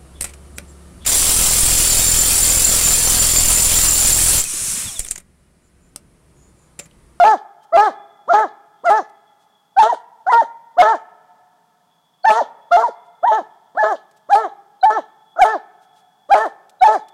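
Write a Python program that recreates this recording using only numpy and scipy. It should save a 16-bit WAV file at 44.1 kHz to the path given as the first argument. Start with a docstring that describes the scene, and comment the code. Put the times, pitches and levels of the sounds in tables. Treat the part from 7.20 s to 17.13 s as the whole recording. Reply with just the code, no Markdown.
"""A hound stands up against a tree in the night woods and barks in quick rounds, a few metres from a phone.
Each bark opens as a clean high yelp, then the vocal folds slip into a doubled period with a rasp; the pitch sags.
Its voice is sine lines on multiples of the fold rate, with noise for the air through the mouth.
The trunks around throw a long dull tail of scattered returns; claws tick on the tree and leaves rustle as noise.
Crickets ring from wing strokes over faint night air and hiss; the phone microphone overloads on the peaks."""
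import sys
import numpy as np
from scipy import signal
from scipy.fft import rfft, irfft, next_fast_len
from scipy.io import wavfile
from scipy.ndimage import uniform_filter1d

SR = 44100
rng = np.random.default_rng(int(sys.argv[2]) if len(sys.argv) > 2 else 0)


def wav_out(sig):
    """Save sig, one row per channel (or a flat mono array), as 16-bit PCM at SR to the path in sys.argv[1]."""
    wavfile.write(sys.argv[1], SR, np.round(np.clip(np.atleast_2d(sig).T, -1, 1) * 32767).astype(np.int16))


def undo_db(level):
    """Turn decibels back into plain size, where 20 dB means ten times bigger."""
    steps = np.asarray(level, float) / 20
    return 10 ** steps


N = 437913  # samples


def colour_db(hz, points):
    """Read a spectrum of (f/Hz, level/dB) points on a log-frequency axis."""
    f, db = np.transpose(points)
    return np.interp(np.log(np.maximum(hz, 1)), np.log(f), db)


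def coloured(x, points):
    """Filter by a spectrum of points."""
    size = next_fast_len(len(x))
    hz = np.arange(size // 2 + 1) * SR / size
    return irfft(rfft(x, size) * undo_db(colour_db(hz, points)), size)[:len(x)]


def unit(x):
    """Scale to rms 1."""
    return x / np.sqrt(np.mean(x ** 2))


def walk(rate):
    """Smooth random wander, about rate changes a second, spread 1."""
    k = max(int(SR / rate), 1)
    return unit(uniform_filter1d(uniform_filter1d(rng.standard_normal(N), k), k))


def band(x, hz, width):
    """Band-pass around a centre."""
    edges = np.clip([hz - width / 2, hz + width / 2], 20, .45 * SR)
    return signal.sosfilt(signal.butter(2, edges, "band", fs=SR, output="sos"), x)


# the hound's barks, one curve each: [t/s, fold rate f/Hz, fundamental level/dB]
BARK_CURVES = [
    [(0.0, 694, -11), (.008, 717.8, -7.5), (.036, 682.1, -4.5), (.04, 803.3, -4), (.072, 881.5, -8.5),
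     (.122, 859.6, -12), (.14, 768.2, -10), (.154, 611.1, -24.5)],
    [(.525, 594.9, -27.5), (.537, 675, -12), (.567, 671.8, -4.5), (.574, 803.4, -7), (.6, 823.7, -6.5),
     (.631, 861, -15), (.661, 854.5, -13.5), (.683, 736.5, -14.5), (.699, 572.9, -29.5)],
    [(1.078, 428.8, -37), (1.09, 574.6, -26), (1.104, 701, -13.5), (1.124, 695.1, -7), (1.132, 650.8, -13),
     (1.138, 819, -7), (1.18, 858.6, -12), (1.222, 881, -18.5), (1.242, 784.5, -16.5), (1.258, 638.2, -26)],
    [(1.638, 453.5, -36), (1.648, 622.1, -26), (1.66, 723.5, -15.5), (1.698, 655.4, -8), (1.702, 794.9, -6),
     (1.752, 882.1, -14), (1.78, 860.8, -15), (1.798, 744.3, -18), (1.826, 444.6, -43.5)],
    [(2.566, 729.9, -26.5), (2.57, 751, -15), (2.589, 800, -3.5), (2.596, 917.5, -5.5), (2.624, 848, -6.5),
     (2.632, 831.2, -5), (2.684, 945, -25.5), (2.7, 967.6, -12), (2.718, 928.9, -20.5),
     (2.73, 694.5, -11.5)],
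    [(3.068, 706.3, -20), (3.074, 719.6, -17), (3.092, 793.4, -10), (3.098, 964.2, -16.5),
     (3.106, 1023, -12.5), (3.126, 966, -15.5), (3.134, 913.2, -7), (3.164, 938.5, -9),
     (3.208, 909.6, -7.5), (3.214, 848, -16.5), (3.222, 624.2, -13)],
    [(3.57, 519, -32), (3.58, 655.6, -22.5), (3.587, 715.6, -7.5), (3.619, 727, -0.5), (3.625, 828, -21.5),
     (3.688, 891.2, -12.5), (3.718, 904.8, -12.5), (3.736, 791, -18.5), (3.75, 657.6, -18)],
    [(5.046, 743.3, -16.5), (5.054, 767.2, -5.5), (5.062, 889.7, -15.5), (5.075, 893.5, -8.5),
     (5.115, 848, -9), (5.141, 859.3, -19.5), (5.19, 960.1, -15), (5.204, 868, -16), (5.215, 599.8, -12)],
    [(5.51, 558.5, -34), (5.522, 696.3, -9.5), (5.565, 701.3, -4), (5.573, 858, -8), (5.613, 918.2, -26.5),
     (5.632, 911, -23), (5.64, 992.3, -10), (5.672, 889.6, -18.5), (5.678, 771.3, -28), (5.684, 640, -20.5),
     (5.695, 456.6, -28)],
    [(6.03, 586.7, -29.5), (6.036, 652.7, -17), (6.047, 751.4, -8), (6.058, 897, -15), (6.08, 983, -11),
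     (6.1, 869.7, -11), (6.126, 856, -14), (6.172, 881.8, -20), (6.192, 718, -18.5), (6.208, 598.4, -29)],
    [(6.55, 486.1, -39), (6.568, 613.6, -36), (6.576, 680, -15.5), (6.592, 867, -18), (6.61, 859, -12.5),
     (6.626, 846.8, -16.5), (6.654, 847, -24.5), (6.698, 882.5, -18.5), (6.726, 749, -16),
     (6.744, 608.9, -22.5)],
    [(7.09, 516.4, -37.5), (7.102, 680.3, -19), (7.12, 842, -12), (7.134, 809.6, -3.5), (7.149, 778, -7),
     (7.156, 833, -7), (7.196, 897.2, -19.5), (7.225, 878, -41.5), (7.245, 801, -18.5), (7.268, 659.9, -24)],
    [(7.63, 735.7, -21.5), (7.636, 755, -5.5), (7.652, 779.5, -5.5), (7.657, 882, -9.5),
     (7.704, 856, -11.5), (7.745, 899.2, -35.5), (7.77, 868, -15.5), (7.792, 627.3, -20)],
    [(8.163, 655.6, -37), (8.178, 749.6, -29.5), (8.184, 610, -30), (8.193, 681, -12), (8.211, 857.2, -12),
     (8.222, 766.7, 0.5), (8.243, 683, -7), (8.251, 861.5, -10.5), (8.315, 887.4, -29), (8.341, 831, -18.5),
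     (8.363, 637.8, -19)],
    [(9.092, 550.5, -34.5), (9.106, 631, -18), (9.116, 791.3, -6.5), (9.136, 822, -5), (9.145, 698, -3.5),
     (9.156, 844.7, -11.5), (9.188, 852.5, -22), (9.24, 904.5, -20.5), (9.268, 644, -20)],
    [(9.61, 710.4, -28.5), (9.621, 747.3, -6), (9.636, 743.5, -2.5), (9.645, 894, -9.5), (9.655, 890, -7),
     (9.676, 844, -5.5), (9.738, 889.4, -20.5), (9.762, 740.4, -12.5), (9.788, 444, -47)],
]
# doubled period in each bark: [from t/s, until t/s, half-rate lines level/dB, rasp at first level/dB,
# rasp at last level/dB], before the throat shapes them
DOUBLED_SPANS = [(0.045, 0.144, -18, -21, -53), (0.57, 0.682, -16.5, -27, -42.5),
                 (1.136, 1.247, -18, -27, -37), (1.701, 1.797, -19, -23, -45.5),
                 (2.628, 2.675, -19.5, -33.5, -25.5), (3.124, 3.168, -21, -21, -44.5),
                 (3.621, 3.745, -20.5, -19, -41.5), (5.099, 5.189, -20, -20, -27),
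                 (5.568, 5.631, -23, -31.5, -25), (6.119, 6.194, -25, -27, -48.5),
                 (6.636, 6.726, -21, -17, -42.5), (7.153, 7.255, -20, -27, -45.5),
                 (7.704, 7.785, -22.5, -28.5, -46), (8.247, 8.355, -19.5, -24, -42),
                 (9.149, 9.259, -20, -18, -35), (9.678, 9.758, -19, -27, -36)]
# octave and closing croak of each bark: [octave early in the yelp level/dB, late in the yelp level/dB,
# once doubled level/dB, croak level/dB]
OCTAVE_AND_CROAK = [(-18.5, -22.5, -28.5, -51), (-28.5, -17.5, -25, -53), (-22.5, -16.5, -26.5, -46),
                    (-24.5, -13.5, -26, -54), (-25.5, -31, -35, -25), (-21, -33, -30, -23.5),
                    (-23.5, -28, -25, -37.5), (-22, -18.5, -31, -23.5), (-16, -21.5, -44.5, -44),
                    (-19, -47, -34, -28.5), (-20.5, -24, -24.5, -35), (-25.5, -32.5, -31.5, -46),
                    (-25, -34, -27.5, -48), (-21, -21.5, -27.5, -34.5), (-22, -21, -27.5, -37.5),
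                    (-25, -26.5, -30, -37.5)]
SILENT_DB = -60
SWELL_DB_S, DIE_DB_S = 3999.5, 1399.5  # edges of a bark, dB/s
SWELL_FROM, DIE_TO = .7, .6  # pitch at silence as a share of the nearest point
BREAK_IN_DB_S, TIRE_DB_S, LET_GO_DB_S = 3501.5, 55, 801.5  # half-rate lines: sudden start, slow fading, end
CLEAN_DB = -47  # floor of half-rate lines and rasp in the clean yelp
RASP_LEAD_DB_S, CROAK_LEAD_DB_S = 1499, 1202.5  # the rasp announces the break; the croak grows and dies
CROAK_LATE_S, CROAK_HALF_DB = 0.0091, -11  # croak peak after the last point; half-rate lines against croak
CLOSING_HZ, CLOSING_DB_HZ = 824, 0.13  # under this fold rate the closing mouth mutes the octave
CATCH_DB, CATCH_S = 5.5, 0.0016  # the fundamental catches for a moment at the break


def bark_controls(t):
    """Fold rate and line levels; each bark swells on a rising pitch and dies on a falling one."""
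    rows, others = [], np.full((3, len(t)), 1. * SILENT_DB)
    for bark in BARK_CURVES:
        (start, hz_in, db_in), (end, hz_out, db_out) = bark[0], bark[-1]
        rows.append((start - (db_in - SILENT_DB) / SWELL_DB_S, SWELL_FROM * hz_in, SILENT_DB))
        rows += bark
        rows.append((end + (db_out - SILENT_DB) / DIE_DB_S, DIE_TO * hz_out, SILENT_DB))
    s, hz, db = np.transpose(rows)
    hz, main = np.interp(t, s, hz), np.interp(t, s, db)
    closing = np.maximum(CLOSING_HZ - hz, 0)
    for bark, span, voicing in zip(BARK_CURVES, DOUBLED_SPANS, OCTAVE_AND_CROAK):
        on, off, half, rasp_on, rasp_off = span
        early, late, held, croak = voicing
        start, end = bark[0][0], bark[-1][0]
        since, before, after = np.maximum(t - on, 0), np.maximum(on - t, 0), np.maximum(t - off, 0)
        edges = -SWELL_DB_S * np.maximum(start - t, 0) - DIE_DB_S * np.maximum(t - end, 0)
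        # in the yelp the octave stays under the fundamental
        yelp = np.minimum(np.interp(t, [start, on], [early, late]), main - 2.5)
        octave = np.where(t < on, yelp, held - CLOSING_DB_HZ * closing)
        half = half - BREAK_IN_DB_S * before - TIRE_DB_S * since - LET_GO_DB_S * after
        main = main - CATCH_DB * np.exp(-((t - on) / CATCH_S) ** 2)
        rasp = np.interp(t, [on, off], [rasp_on, rasp_off])
        rasp = rasp - RASP_LEAD_DB_S * before - LET_GO_DB_S * after
        croak = croak - CROAK_LEAD_DB_S * np.abs(t - end - CROAK_LATE_S)
        half, rasp = np.maximum(half, croak + CROAK_HALF_DB), np.maximum(rasp, croak)
        floor = CLEAN_DB + edges
        others = np.maximum(others, [octave + edges, np.maximum(half, floor), np.maximum(rasp, floor)])
    return hz, main, *others


# each bark's air and mouth: [hiss at the start level/dB, hiss at the break level/dB,
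# upper overtones level/dB, half-rate lines above the fundamental level/dB], all relative
MOUTH_SHAPES = [(-1, 0.5, 2, -1), (-2.5, 1, 5.5, 0), (1, -1.5, -8, -0.5), (-0.5, -1.5, 7.5, -0.5),
                (-5.5, 1, 11, -0.5), (-0.5, -1, 2, 7.5), (-2.5, 2.5, -2, 3.5), (-7, -0.5, 14, 0.5),
                (-1.5, 0, 3.5, 1.5), (-6.5, -4, 0.5, -1.5), (-3.5, 0, -4.5, 0), (-4.5, -1, -2, -2),
                (-6.5, -1, 0, 1), (-2, 0, 7, -2.5), (4, -1, 2.5, -1.5), (-4.5, 0, 4, -4)]
# rough burst as the mouth shuts: after the last point, half length, level before the mouth resonances
BURST_LATE_S, BURST_S, BURST_DB = 0.025, 0.0089, -48.5


def mouth(t):
    """Gains of hiss, closing burst, upper overtones and upper half-rate lines, bark by bark."""
    hiss, burst = [], 0
    for bark, (on, *_), (at_start, at_break, *_) in zip(BARK_CURVES, DOUBLED_SPANS, MOUTH_SHAPES):
        start, end = bark[0][0], bark[-1][0]
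        hiss += [(start, at_start), (on, at_break), (end + .1, at_break)]
        burst = burst + undo_db(BURST_DB) * np.exp(-((t - end - BURST_LATE_S) / BURST_S) ** 2)
    which = np.searchsorted([bark[-1][0] + .15 for bark in BARK_CURVES[:-1]], t)
    upper, above = undo_db(np.array(MOUTH_SHAPES)[which, 2:].T)
    return undo_db(np.interp(t, *np.transpose(hiss))), burst, upper, above


# how throat and mouth pass the overtones, doubled lines and rasp: [f/Hz, level/dB]
THROAT_TONE = [(200, -20), (430, -5), (640, 5), (900, 5), (1080, 0), (1300, 0), (1800, -10), (2300, -34),
               (3300, -40), (5000, -34.5), (9000, -37)]


def throat_db(hz):
    """Resonances of throat and mouth weight each line by its frequency."""
    return colour_db(hz, THROAT_TONE)


def yelp_lines(hz, cycle, main, octave, doubled, upper):
    """Regular fold motion: fundamental, octave and weak, broken upper overtones."""
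    octave = octave * undo_db(2.5 * walk(60))
    lines = -main * np.cos(cycle) + octave * np.cos(2 * cycle)
    # upper overtones sound only while the pitch holds still
    steady = uniform_filter1d(np.exp(-np.abs(np.gradient(hz)) * SR / 4000), size=300)
    overtones = 0
    for k in range(3, 8):
        drift = (k - 2) * (.35 + .4 * doubled) * walk(150)
        broken = undo_db(5 * walk(70)) * np.sin(k * cycle + drift)
        overtones = overtones + undo_db(throat_db(k * hz) - 0.98 * (k - 3)) * broken
    return lines + octave * steady * upper * overtones


SHUT_DB_HZ = 0.0607  # as the pitch sags the closing mouth tilts the half-rate lines down, per multiple


def doubled_lines(hz, cycle, half, hiss, above):
    """Every second fold cycle differs: lines on half multiples, with ragged streaks in the treble."""
    shut = SHUT_DB_HZ * np.clip(CLOSING_HZ - hz, 0, 400)
    lines, streaks = 0, 0
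    for k in np.arange(.5, 5):
        gain = undo_db(throat_db(k * hz) - shut * (k - 1.5)) * (above if k > 1 else 1)
        lines = lines + gain * np.cos(k * cycle)
    for k in np.arange(3, 9, .5):
        ragged = undo_db(7 * walk(35)) * np.sin(k * cycle + .17 * k * walk(70))
        streaks = streaks + undo_db(throat_db(k * hz)) * ragged
    return half * (undo_db(-9.0) * hiss * streaks - lines)


def rasp_lines(hz, cycle, rasp):
    """The quarter-rate pattern comes and goes from cycle to cycle, so its lines are smeared."""
    lines = 0
    for k in np.arange(.75, 3, .5):
        smeared = (.7 + .6 * walk(70)) * np.cos(k * cycle + .95 * walk(70))
        lines = lines + undo_db(throat_db(k * hz)) * smeared / k
    return rasp * lines


# resonances that colour the air rushing through the mouth: [f/Hz, width f/Hz, relative level/dB]
AIR_RESONANCES = [(680, 747, -3.5), (1404, 800, 1), (3450, 990, -10), (4560, 1100, -15.5),
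                  (6230, 1300, -14.5), (8630, 3000, -20), (13100, 3600, -29.5)]


def mouth_air(cycle, main, half, rasp, crack, hiss, burst):
    """Air noise follows the effort, rises with the rough parts and puffs as the folds open wide."""
    effort = undo_db(-30.5) * main + undo_db(-28.0) * half + undo_db(-20.5) * rasp + undo_db(6) * crack ** 2
    effort = hiss * uniform_filter1d(effort, size=300)
    puffs = (.45 + 1.1 * np.exp(3 * (np.cos(cycle / 2) - 1))) * undo_db(4 * walk(110))
    puffs = rng.standard_normal(N) * puffs
    air = 0
    for hz, width, db in AIR_RESONANCES:
        flare = undo_db(4 * walk(30))  # each resonance flares and fades on its own
        drive = effort + burst * (3000 < hz < 6000)
        resonance = unit(band(band(puffs, hz, width), hz, 1.5 * width))
        air = air + undo_db(db) * flare * drive * resonance
    return air


# a thin whistle of air just before some barks: [t/s, half length t/s, f/Hz, level/dB]
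AIR_WHISTLES = [(5.038, .0035, 4407, -36), (7.618, 0.0047, 4104, -35.5), (9.603, 0.0042, 3930, -41)]


def whistles(t):
    """Brief unsteady sines swell and fade before the folds catch."""
    total = 0
    for s, half_s, hz, db in AIR_WHISTLES:
        swell = undo_db(db) * np.exp(-((t - s) / half_s) ** 2)
        total = total + swell * np.sin(2 * np.pi * hz * t + 1.4 * walk(200))
    return total


def hound():
    """Lines on whole, half and quarter multiples of the fold rate, plus mouth air."""
    t = np.arange(N) / SR
    hz, *levels = bark_controls(t)
    main, octave, half, rasp = (np.maximum(undo_db(db) - undo_db(SILENT_DB), 0) for db in levels)
    hiss, burst, upper, above = mouth(t)
    # the folds tremble more once the period has doubled
    doubled = np.clip(half / (main + 1e-9), 0, 1)
    rough = np.clip(rasp / (main + half + 1e-9), 0, 1)
    trembling = hz * (1 + (.003 + .004 * doubled + .012 * rough) * walk(150))
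    cycle = 2 * np.pi * np.cumsum(trembling) / SR
    shimmer = undo_db((.3 + .8 * doubled + 2.5 * rough) * walk(120))
    # the voice cracks where half-rate lines break in: a short dip and a burst of air
    crack = np.maximum(half - np.roll(half, 250), 0)
    shimmer *= np.exp(-6 * crack)
    voice = yelp_lines(hz, cycle, main, octave, doubled, upper)
    voice += doubled_lines(hz, cycle, half, hiss, above)
    voice += rasp_lines(hz, cycle, rasp)
    air = mouth_air(cycle, main, half, rasp, crack, hiss, burst)
    return np.sqrt(2) * shimmer * voice + air + whistles(t)


# tone of the dull tail, its high treble swallowed by the woods: [f/Hz, level/dB]
WOODS_TONE = [(150, -4), (450, -9), (700, -13), (950, -7.5), (1200, -10.5), (1800, -9.5), (2400, 2.5),
              (5000, -33), (12000, -37)]


def woods(x):
    """Scattered returns: trunk and ground answer bright and short, near trees dull, the far forest rings on."""
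    t = np.arange(3 * SR) / SR
    # each tail builds up, then falls 60 dB in 0.54 s or 3.31 s
    near = undo_db(-45.5 - 60 * t / 0.54) * (1 - np.exp(-t / 0.0013))
    far = undo_db(-66 - 60 * t / 3.31) * (1 - np.exp(-t / 0.014))
    chance = rng.standard_normal((2, len(t)))
    # a fast random wavering of level blurs the voice lines in the tail
    wavering = x * undo_db(2.5 * walk(40))
    dull = coloured(signal.fftconvolve(wavering, chance[0] * (near + far))[:N], WOODS_TONE)
    trunk = np.exp(-t / .028) * (t > .006)
    bright = undo_db(-30.5) * signal.fftconvolve(band(x, 6200, 7600), chance[1] * trunk)[:N]
    return dull + bright


# claws ticking on the tree: [t/s, level/dB at the onset, before noise and colour]
CLAW_TICKS = [(6.9118, -50), (9.495, -43), (9.8841, -43.5)]
# leaves under the paws: [t/s, half length t/s, level/dB before noise and colour]
LEAF_RUSTLES = [(0.439, 0.014, -55.5), (1.898, .004, -54.5), (2.224, 0.028, -62.5), (5.866, 0.011, -64),
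                (6.974, 0.0097, -55), (8.634, 0.022, -59), (8.781, 0.034, -57.5)]


def claws():
    """Each tick is a burst of bright noise a few milliseconds long; leaves rustle as soft hiss."""
    t = np.arange(N) / SR
    ticks = np.zeros(N)
    for s, db in CLAW_TICKS:
        ticks[int(s * SR)] = undo_db(db)
    ticks = signal.fftconvolve(ticks, np.exp(-t[:600] / 0.0072))[:N]
    rustle = sum(undo_db(db) * np.exp(-((t - s) / half_s) ** 2) for s, half_s, db in LEAF_RUSTLES)
    noise = (ticks + rustle) * rng.standard_normal(N)
    return coloured(noise, [(800, -16), (3500, 1.0), (9000, -3.0), (15000, -15.0)])


# cricket trills, some overlapping, each on its own note: [start t/s, length t/s, f/Hz, level/dB]
CRICKET_TRILLS = [(.32, 0.22, 3190, -67), (.6, 0.82, 3410, -66.5), (1.85, 0.96, 3373, -69.5),
                  (4.58, 1.23, 3390, -73), (5.6, 0.58, 3440, -67), (7.75, 1.4, 3380, -72),
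                  (9.7, .4, 3455, -63.5)]
TRILL_FADE_S = 0.14


def crickets():
    """Wing strokes about 75 a second ring one note a trill, 3.2 to 3.5 kHz, over a faint far chorus."""
    t = np.arange(N) / SR
    stroke_count = np.floor(np.cumsum(75 * (1 + .3 * walk(60))) / SR)
    strokes = np.diff(stroke_count, prepend=0)
    strokes = strokes * undo_db(4 * walk(30)) + .06 * rng.standard_normal(N)
    chorus = undo_db(-76 + 2 * walk(2)) * unit(band(strokes, 3370, 330))
    trills = 0
    for s, length, hz, db in CRICKET_TRILLS:
        fade = np.clip(np.minimum(t - s, s + length - t) / TRILL_FADE_S, 0, 1)
        trills = trills + undo_db(db) * fade * unit(band(band(strokes, hz, 125), hz, 350))
    return chorus + undo_db(3 * walk(9)) * trills


# tone of night air and microphone hiss: [f/Hz, relative level/dB per Hz]
NIGHT_TONE = [(60, -20), (170, 4.5), (400, -16.5), (900, -2.5), (2200, -22.5), (5000, -20), (15000, -27.5)]


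def night_air():
    """Steady coloured noise: the open night and the microphone's own hiss, at -64 dB rms."""
    return undo_db(-64) * unit(coloured(rng.standard_normal(N), NIGHT_TONE))


def scene():
    """Dog, its returns from the woods, claws, crickets and night air."""
    dog = hound()
    return (dog + woods(dog) + claws() + crickets() + night_air())[None]


def roll_off(x):
    """The treble ends steeply here."""
    return signal.sosfilt(signal.butter(12, 15860, fs=SR, output="sos"), x)


# the phone microphone is weak in the bass: [f/Hz, level/dB]
MICROPHONE_BASS = [(120, -6), (330, 0)]
CLIP_LEVEL = .7  # of full scale


def record(dry):
    """The converter cuts off the loudest cycles flat, a touch earlier on one side; then the bass is thinned."""
    clipped = np.clip(dry[0], -CLIP_LEVEL, 0.95 * CLIP_LEVEL)
    mix = coloured(clipped, MICROPHONE_BASS)[None]
    return roll_off(mix)


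dry = scene()
out = record(dry)
wav_out(out)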